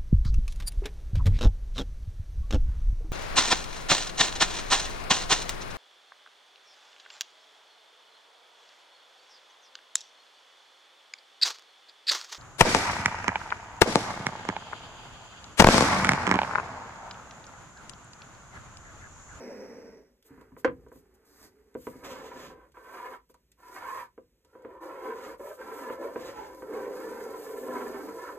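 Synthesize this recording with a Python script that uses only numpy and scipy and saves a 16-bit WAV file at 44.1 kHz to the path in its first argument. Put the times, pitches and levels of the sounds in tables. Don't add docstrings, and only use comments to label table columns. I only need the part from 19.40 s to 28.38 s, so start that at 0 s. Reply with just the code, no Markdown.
import sys
import numpy as np
from scipy import signal
from scipy.fft import rfft, irfft, next_fast_len
from scipy.io import wavfile
from scipy.ndimage import map_coordinates

SR = 44100
rng = np.random.default_rng(int(sys.argv[2]) if len(sys.argv) > 2 else 0)


def to_wav(sig):
    pcm = np.clip(np.atleast_2d(sig), -1, 1) * 32767
    pcm = np.round(pcm).astype(np.int16)
    wavfile.write(sys.argv[1], SR, pcm.T)


N = 396018
TIME_S = np.arange(N) / SR

# (frequency [Hz], bandwidth [Hz], gain [dB])
BOX_MODES = [(235, 87, -21.5), (319.2, 48.8, -4), (354.7, 29, -2.5), (452.8, 81.3, 1), (503.6, 56.7, 3.5),
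             (531.7, 26.9, 1.5), (643, 50, -8), (714, 141, -12), (999, 50.3, 0.5), (1045, 60.5, -3),
             (1112, 120, -11), (1351, 47, -8.5), (1567, 66, -15), (1737, 71, -13.5), (1884, 190, -22),
             (2170, 129, -20), (4000, 2000, -34.5)]
# (frequency [Hz], bandwidth [Hz], gain [dB])
STOOL_MODES = [(51, 9.4, -1), (138, 40, -2), (156, 47.4, -2.5), (262.5, 12, 6.5)]


def rubbing():
    # (time [s], shift [semitones])
    bend = [(2.2, -2), (2.7, .5), (5.6, 1), (5.9, -1), (6.002, 2), (6.11, 4), (6.242, -1.5), (6.4, 0)]
    # (frequency [Hz], relative density [dB])
    hiss_spectrum = [(1800, 5.5), (3000, -8), (4500, 4.5), (7500, 0), (12800, 2), (15500, -3)]
    pad_gain, nail_gain, skin_gain = finger_gains()
    flex = .5 * wander(per_s=7)
    pitch_ratio = 2 ** ((np.interp(TIME_S, *np.transpose(bend)) + flex) / 12)
    catches = from_db(-9) * slips(per_s=30, spread_db=-1.0)
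    pad_force = cut(slips(per_s=2500, spread_db=1.5) + catches, 250, "high")
    pads = read(soft_contact(pad_force), np.cumsum(pitch_ratio))
    nail_force = flutter(per_s=58, depth_db=1.67) * slips(per_s=2600, spread_db=2.0) + catches
    ringing = edge_reflections(hard_contact(nail_force), echo_db=-7, path_s=0.002183)
    free = np.interp(TIME_S, [2.3, 2.7], [0, 1])
    scuff = rms_one(cut(cut(nail_force, [700, 2200], "band"), [700, 2200], "band"))
    nails = np.sqrt(free) * ringing + np.sqrt(1 - free) * scuff
    pads = edge_reflections(pads, echo_db=-10.5, path_s=0.003266)
    return pad_gain * pads + nail_gain * nails + skin_gain * paper_hiss(hiss_spectrum)


def finger_gains():
    # (start [s], length [s], attack [s], swell [dB], pad level [dB], nail level [dB], skin level [dB])
    strokes = [(0.869, 0.23, 0.031, -3, -65.5, -67.5, -76), (1.841, 0.23, 0.013, 13.5, -66, -73, -61.5),
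               (2.493, 0.26, 0.02, -3, -57, -62.5, -65), (2.624, 0.46, 0.012, -2.5, -48.5, -50, -79),
               (3.09, 0.2, 0.013, -16, -57, -59.5, -91), (3.34, 0.23, 0.0066, 15, -57, -52, -65),
               (3.531, 0.22, 0.011, 2, -51.5, -43.5, -60), (4.167, 0.21, 0.036, 21.5, -60.5, -54, -62.5),
               (4.335, 0.3, 0.03, 6, -53.5, -42.5, -56.5), (5.036, 0.14, 0.017, 6, -75, -75, -81),
               (5.125, 0.25, 0.0084, 11.5, -54, -60.5, -79), (5.4, 0.31, 0.026, -5.5, -45, -48, -64),
               (5.61, 0.16, 0.053, -4, -39, -43.5, -59.5), (5.745, 0.19, 0.02, 8.5, -45, -47, -60),
               (5.991, 0.14, 0.0045, 8.5, -44.5, -51.5, -74), (6.167, 0.39, 0.037, 4, -43, -45, -58.5),
               (6.557, 0.13, 0.077, 4, -35, -45, -58), (6.682, 0.26, 0.017, 2, -43, -49, -61)]
    # (time [s], pad level [dB], nail level [dB], skin level [dB])
    long_rub = [(6.98, -46, -46.5, -65), (7.2, -49.5, -60.5, -61.5), (7.28, -42, -56, -64.5),
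                (7.346, -36, -44.5, -57.5), (7.524, -38.5, -49, -60), (7.56, -39.5, -46, -54.5),
                (8.062, -42.5, -49, -58), (8.214, -39, -54, -80), (8.356, -35, -39.5, -53.5),
                (8.73, -41.5, -51.5, -56), (8.874, -46, -43, -56), (8.98, -43.5, -53.5, -62.5)]
    grip_db, rub_fade_s = (-67, -77.5, -80.5), 0.054
    lifting = (TIME_S > .85) & (TIME_S < 3.3)
    power = np.outer(from_db(grip_db) ** 2, lifting)
    for start, length, attack, swell_db, *levels_db in strokes:
        power += np.outer(from_db(levels_db), stroke(start, length, attack, swell_db)) ** 2
    times, *columns_db = np.transpose(long_rub)
    rub_gains = [from_db(np.interp(TIME_S, times, db)) for db in columns_db]
    fade_in = np.clip((TIME_S - times[0]) / rub_fade_s + 1, 0, 1)
    return np.sqrt(power + (fade_in * rub_gains) ** 2)


def soft_contact(force, corner_hz=640):
    return resonate(cut(cut(force, corner_hz, "low"), corner_hz, "low"), BOX_MODES)


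def hard_contact(force, corner_hz=780, top_hz=3200):
    return resonate(cut(cut(force, corner_hz, "high"), [corner_hz, top_hz], "band"), BOX_MODES)


def edge_reflections(x, echo_db, path_s):
    now = np.arange(N)
    near, far = (path_s * SR * k * from_db(2.242 * wander(per_s=3.5)) for k in (1, 2))
    return rms_one(x + from_db(echo_db) * (read(x, now - far) - read(x, now - near)))


def paper_hiss(spectrum):
    friction = flutter(per_s=62, depth_db=1.05) * slips(per_s=16000, spread_db=0.5)
    fibres = from_db(-9.5) * slips(per_s=81, spread_db=3.0)
    lower, upper = (cut(friction + fibres, 9000, kind) * flutter(per_s=17, depth_db=1)
                    for kind in ("low", "high"))
    return coloured(lower - upper, spectrum)


def impacts():
    # (time [s], push level [dB], click level [dB], stool level [dB])
    knocks = [(0.906, -54, -64, -45), (0.977, -50.5, -53, -48), (1.119, -57, -56, -44),
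              (1.2458, -12.5, -14.5, -58.5), (1.2495, -18, -32, -52), (1.2763, -34.5, -26.5, -32.5),
              (1.557, -47, -56.5, -49.5), (2.351, -27, -38, -42), (2.469, -29, -30, -40),
              (2.555, -44.5, -53, -45), (6.759, -24, -29.5, -45)]
    # (time [s], push level [dB], click level [dB])
    taps = [(1.011, -47, -48.5), (1.166, -43.5, -43.5), (1.464, -43.5, -50), (1.517, -42.5, -46),
            (3.370, -49, -40), (3.897, -52, -57), (3.944, -66, -52), (4.778, -37.5, -45), (5.048, -61, -63),
            (5.152, -42, -46), (5.249, -33.5, -38), (6.003, -38, -45), (6.316, -38, -37), (6.5, -28, -32),
            (7.222, -35.5, -35)]
    # (time [s], push level [dB])
    catches = [(5.861, -38), (7.331, -32.5), (7.711, -37), (8.283, -30.5)]
    # (frequency [Hz], bandwidth [Hz], gain [dB])
    air_mode = [(491, 12, 0)]
    catch_click_db, touch_thud_db, air_db = -12.5, -18.5, -14.5
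    spot_semitones, crunch_decay_s = 0.34, .006
    impulse = signal.unit_impulse(SR // 2)
    cushioned = cut(impulse, 420, "low")
    stool = peak_one(resonate(cushioned, STOOL_MODES))
    air = from_db(air_db) * peak_one(resonate(cushioned, air_mode))
    touches = list(taps) + [(s, db, db + catch_click_db) for s, db in catches]
    blows = list(knocks) + [(s, db, click_db, db + touch_thud_db) for s, db, click_db in touches]
    pitch_ratios = 2 ** (spot_semitones * rng.standard_normal(len(blows)) / 12)
    out = np.zeros(N + len(impulse))
    for (s, push_db, click_db, thud_db), ratio in zip(blows, pitch_ratios):
        snap_hz = 2966 * from_db(0.19 * click_db)
        snap = cut(cut(impulse, snap_hz, "low"), snap_hz, "low")
        wall = peak_one(hard_contact(snap) + from_db(-10.0) * cut(snap, [1200, 2000], "band"))
        push = peak_one(soft_contact(impulse, corner_hz=740 / (1 + from_db(thud_db - push_db))))
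        body = from_db(push_db) * push + from_db(click_db) * wall + from_db(thud_db) * stool
        detuned = read(body, ratio * np.arange(len(impulse)))
        start = round(s * SR)
        out[start:start + len(impulse)] += detuned + from_db(push_db) * air
    crunch_gain = bursts([(s, 1.226 * click_db - 7.5, crunch_decay_s) for s, _, click_db, _ in blows])
    crunch = crunch_gain * rms_one(cut(rng.standard_normal(N), [1000, 2200], "band"))
    return out[:N] + cut(crunch, 5000, "low")


def edge_crack():
    # (time [s], level [dB], decay time [s])
    cracks = [(1.246, -43.5, .008)]
    noise = cut(rng.standard_normal(N), [3000, 7200], "band")
    return bursts(cracks) * rms_one(cut(noise, 8500, "low"))


def singing_wall():
    # (start [s], length [s], frequency [Hz], level [dB])
    spots = [(3.546, 0.21, 990, -47.5), (4.417, 0.19, 1077, -44.5), (5.306, 0.49, 1010, -51),
             (6.806, 0.085, 3900, -59), (6.928, 0.15, 852, -46.5), (8.81, 0.095, 1310, -43.5)]
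    out = np.zeros(N)
    friction = slips(per_s=2000, spread_db=-0.5)
    for start, length, hz, db in spots:
        mode = [(hz, hz / 12, 0)]
        tone = rms_one(resonate(resonate(friction, mode), mode))
        out += from_db(db) * stroke(start, length, attack=0.057, swell_db=0) * tone
    return out


def sliding_fingertips():
    # (time [s], level [dB], wall tone [Hz])
    slide = [(0, -43.5, 549.7), (0.302, -47, 483), (0.551, -53.5, 451.5), (0.699, -69, 382),
             (.85, -82, 366)]
    # (frequency [Hz], relative density [dB])
    spectrum = [(130, -23.5), (240, -2), (340, -7), (500, 0.5), (760, -18.5), (900, -14.5), (1150, -22.5),
                (1900, -19.5), (2450, -25), (3300, -43.5), (4500, -32.5), (5600, -19.5), (6700, -39.5),
                (13000, -44)]
    # (frequency [Hz], bandwidth [Hz], level against the scuff [dB])
    wall_mode = [(476, 33, -3.5)]
    times, db, hz = np.transpose(slide)
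    mode_hz, _, tone_db = wall_mode[0]
    ringing = rms_one(resonate(cut(rng.standard_normal(N), [300, 700], "band"), wall_mode))
    tone = read(ringing, np.cumsum(np.interp(TIME_S, times, hz) / mode_hz))
    scuff = scuffing(spectrum, per_s=4600, rough_db=-0.4)
    return from_db(np.interp(TIME_S, times, db)) * (scuff + from_db(tone_db) * tone)


def dragging_edge():
    # (start [s], length [s], attack [s], swell [dB], scuff level [dB], rumble level [dB])
    drags = [(2.633, 0.33, 0.02, -17.5, -52, -59), (2.927, 0.19, 0.039, -1, -53.5, -56),
             (5.718, 0.21, 0.069, -13, -56, -86), (6.751, 0.34, 0.12, -14, -52, -59)]
    # (frequency [Hz], relative density [dB])
    spectrum = [(100, -22), (280, 1), (1500, -5), (4000, -10.5), (7200, -11.5), (9000, -19.5),
                (15000, -18.5)]
    scuff_gain, rumble_gain = sum(np.outer(from_db([scuff_db, rumble_db]), stroke(*motion))
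                                  for *motion, scuff_db, rumble_db in drags)
    scuff = scuffing(spectrum, per_s=7000, rough_db=2.5)
    rumble = rms_one(resonate(rng.standard_normal(N), STOOL_MODES))
    return scuff_gain * scuff + rumble_gain * rumble


def scuffing(spectrum, per_s, rough_db):
    return coloured(flutter(per_s=32, depth_db=rough_db) * slips(per_s, spread_db=-3.0), spectrum)


def brushing():
    # (middle [s], length [s], peak level [dB])
    brushes = [(0.869, 0.064, -60.5), (1.197, 0.057, -57), (1.566, 0.12, -61), (1.751, .03, -65.5),
               (2.459, 0.21, -55), (3.907, 0.038, -61.5), (6.088, 0.24, -54), (6.387, 0.15, -52.5),
               (8.172, 0.66, -50.5)]
    # (frequency [Hz], relative density [dB])
    spectrum = [(3500, -3), (12800, 1.5), (15500, 6)]
    gain = np.zeros(N)
    for middle, length, db in brushes:
        touching = np.abs(TIME_S - middle) < length / 2
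        gain[touching] += from_db(db) * np.cos(np.pi * (TIME_S[touching] - middle) / length)
    return gain * paper_hiss(spectrum)


def ticks():
    # (time [s], level [dB])
    snags = [(0.826, -61), (1.011, -62), (1.484, -67), (2.343, -59.5), (3.319, -63.5), (3.898, -67),
             (3.942, -60.5), (4.117, -57), (5.048, -64), (5.222, -67), (5.995, -60), (6.612, -59)]
    decay_s = 0.0056
    friction = rms_one(cut(slips(per_s=19000, spread_db=-3.5), [1800, 11000], "band"))
    return bursts([(s, db, decay_s) for s, db in snags]) * friction


def reverberation(x):
    # (frequency [Hz], T60 [s])
    t60 = [(80, 0.84), (250, 0.11), (600, 0.15), (3000, 0.13), (12000, 0.0033)]
    t = np.arange(SR) / SR
    octaves_hz = 40 * 2. ** np.arange(10)
    tail = np.zeros((2, SR))
    for low, high in zip(octaves_hz, octaves_hz[1:]):
        hz = np.sqrt(low * high)
        apart = min(hz / 900, 1)
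        common = np.sqrt(1 - apart) * rng.standard_normal(SR)
        separate = np.sqrt(apart) * rng.standard_normal((2, SR))
        tail += cut(common + separate, [low, high], "band") * from_db(-60 * t / at_hz(t60, hz))
    tail *= np.clip(t / 0.0028 - 1, 0, 1)
    tail /= np.sqrt(np.sum(tail ** 2) / 2)
    return signal.fftconvolve(x[None], tail, axes=1)[:, :N]


def room_noise():
    # (frequency [Hz], relative density [dB])
    spectrum = [(22, -41.5), (52, 1.5), (100, -16.5), (220, -16.5), (650, -40), (2000, -34.5), (15000, -38)]
    return from_db(-71.5) * coloured(rng.standard_normal(N), spectrum)


def microphone_ports(x):
    # (frequency [Hz], left minus right level [dB])
    balance = [(60, -.5), (600, -.6), (1300, -3.5), (2400, -5.5), (4400, -.8), (8000, 0)]
    # (frequency [Hz], left minus right phase [rad])
    phase = [(0, 0), (1200, -.35), (3000, 1.6), (4900, 3.1), (15000, 15.7)]
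    size = next_fast_len(N + SR // 10)
    hz = np.fft.rfftfreq(size, 1 / SR)
    left = from_db(at_hz(balance, hz) / 2) * np.exp(.5j * np.interp(hz, *np.transpose(phase)))
    return irfft(rfft(x, size) * np.array([left, 1 / left]), size)[:, :N]


def slips(per_s, spread_db):
    sizes = from_db(spread_db * np.minimum(rng.exponential(1, N), 4)) * rng.choice([-1, 1], N)
    return rms_one(sizes * (rng.random(N) < per_s / SR))


def resonate(x, modes):
    out = np.zeros(len(x))
    for k, (hz, width, db) in enumerate(modes):
        r = np.exp(-np.pi * width / SR)
        poles = [1, -2 * r * np.cos(2 * np.pi * hz / SR), r * r]
        out += (-1) ** k * from_db(db) * (1 - r * r) / 2 * signal.lfilter([1, 0, -1], poles, x + 1e-18)
    return out


def stroke(start, length, attack, swell_db, release_s=0.015):
    out = np.zeros(N)
    sounding = slice(round(start * SR), min(N, round((start + length + 10 * release_s) * SR)))
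    t = np.arange(sounding.stop - sounding.start) / SR
    rise = np.minimum(t / attack, 1)
    release = 1 / (1 + np.exp((t - length) / release_s))
    out[sounding] = rise * release * from_db(swell_db * (np.minimum(t / length, 1) - .5))
    return out


def bursts(rows):
    out = np.zeros(N)
    for s, db, decay in rows:
        start = round(s * SR)
        out[start:] += from_db(db) * np.exp(-np.minimum(np.arange(N - start) / (decay * SR), 20))
    return out


def wander(per_s):
    steps = rng.standard_normal(N // 20)
    return map_coordinates(steps, [TIME_S * per_s], order=2, mode="mirror")


def flutter(per_s, depth_db):
    return from_db(depth_db * wander(per_s))


def coloured(x, spectrum):
    size = next_fast_len(N)
    gain = from_db(at_hz(spectrum, np.fft.rfftfreq(size, 1 / SR)))
    return rms_one(irfft(rfft(x, size) * gain, size)[:N])


def cut(x, hz, kind):
    return signal.sosfilt(signal.butter(2, hz, kind, fs=SR, output="sos"), x + 1e-18)


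def read(x, sample):
    return map_coordinates(x, [sample], order=3, mode="mirror")


def at_hz(points, hz):
    f, value = np.transpose(points)
    return np.interp(np.log(np.maximum(hz, 1)), np.log(f), value)


def from_db(db):
    return 10 ** (np.asarray(db) / 20)


def rms_one(x):
    return x / np.sqrt(np.mean(x ** 2) + 1e-20)


def peak_one(x):
    return x / np.abs(x).max()


def scene():
    box = (rubbing() + brushing() + singing_wall() + impacts() + ticks()
           + dragging_edge() + sliding_fingertips())
    return microphone_ports(box + room_noise()) + edge_crack() + from_db(-10.5) * reverberation(box)


def record(dry, cutoff_hz=15700):
    return signal.sosfilt(signal.ellip(12, .1, 80, cutoff_hz, fs=SR, output="sos"), dry)


dry = scene()
out = record(dry)
to_wav(out)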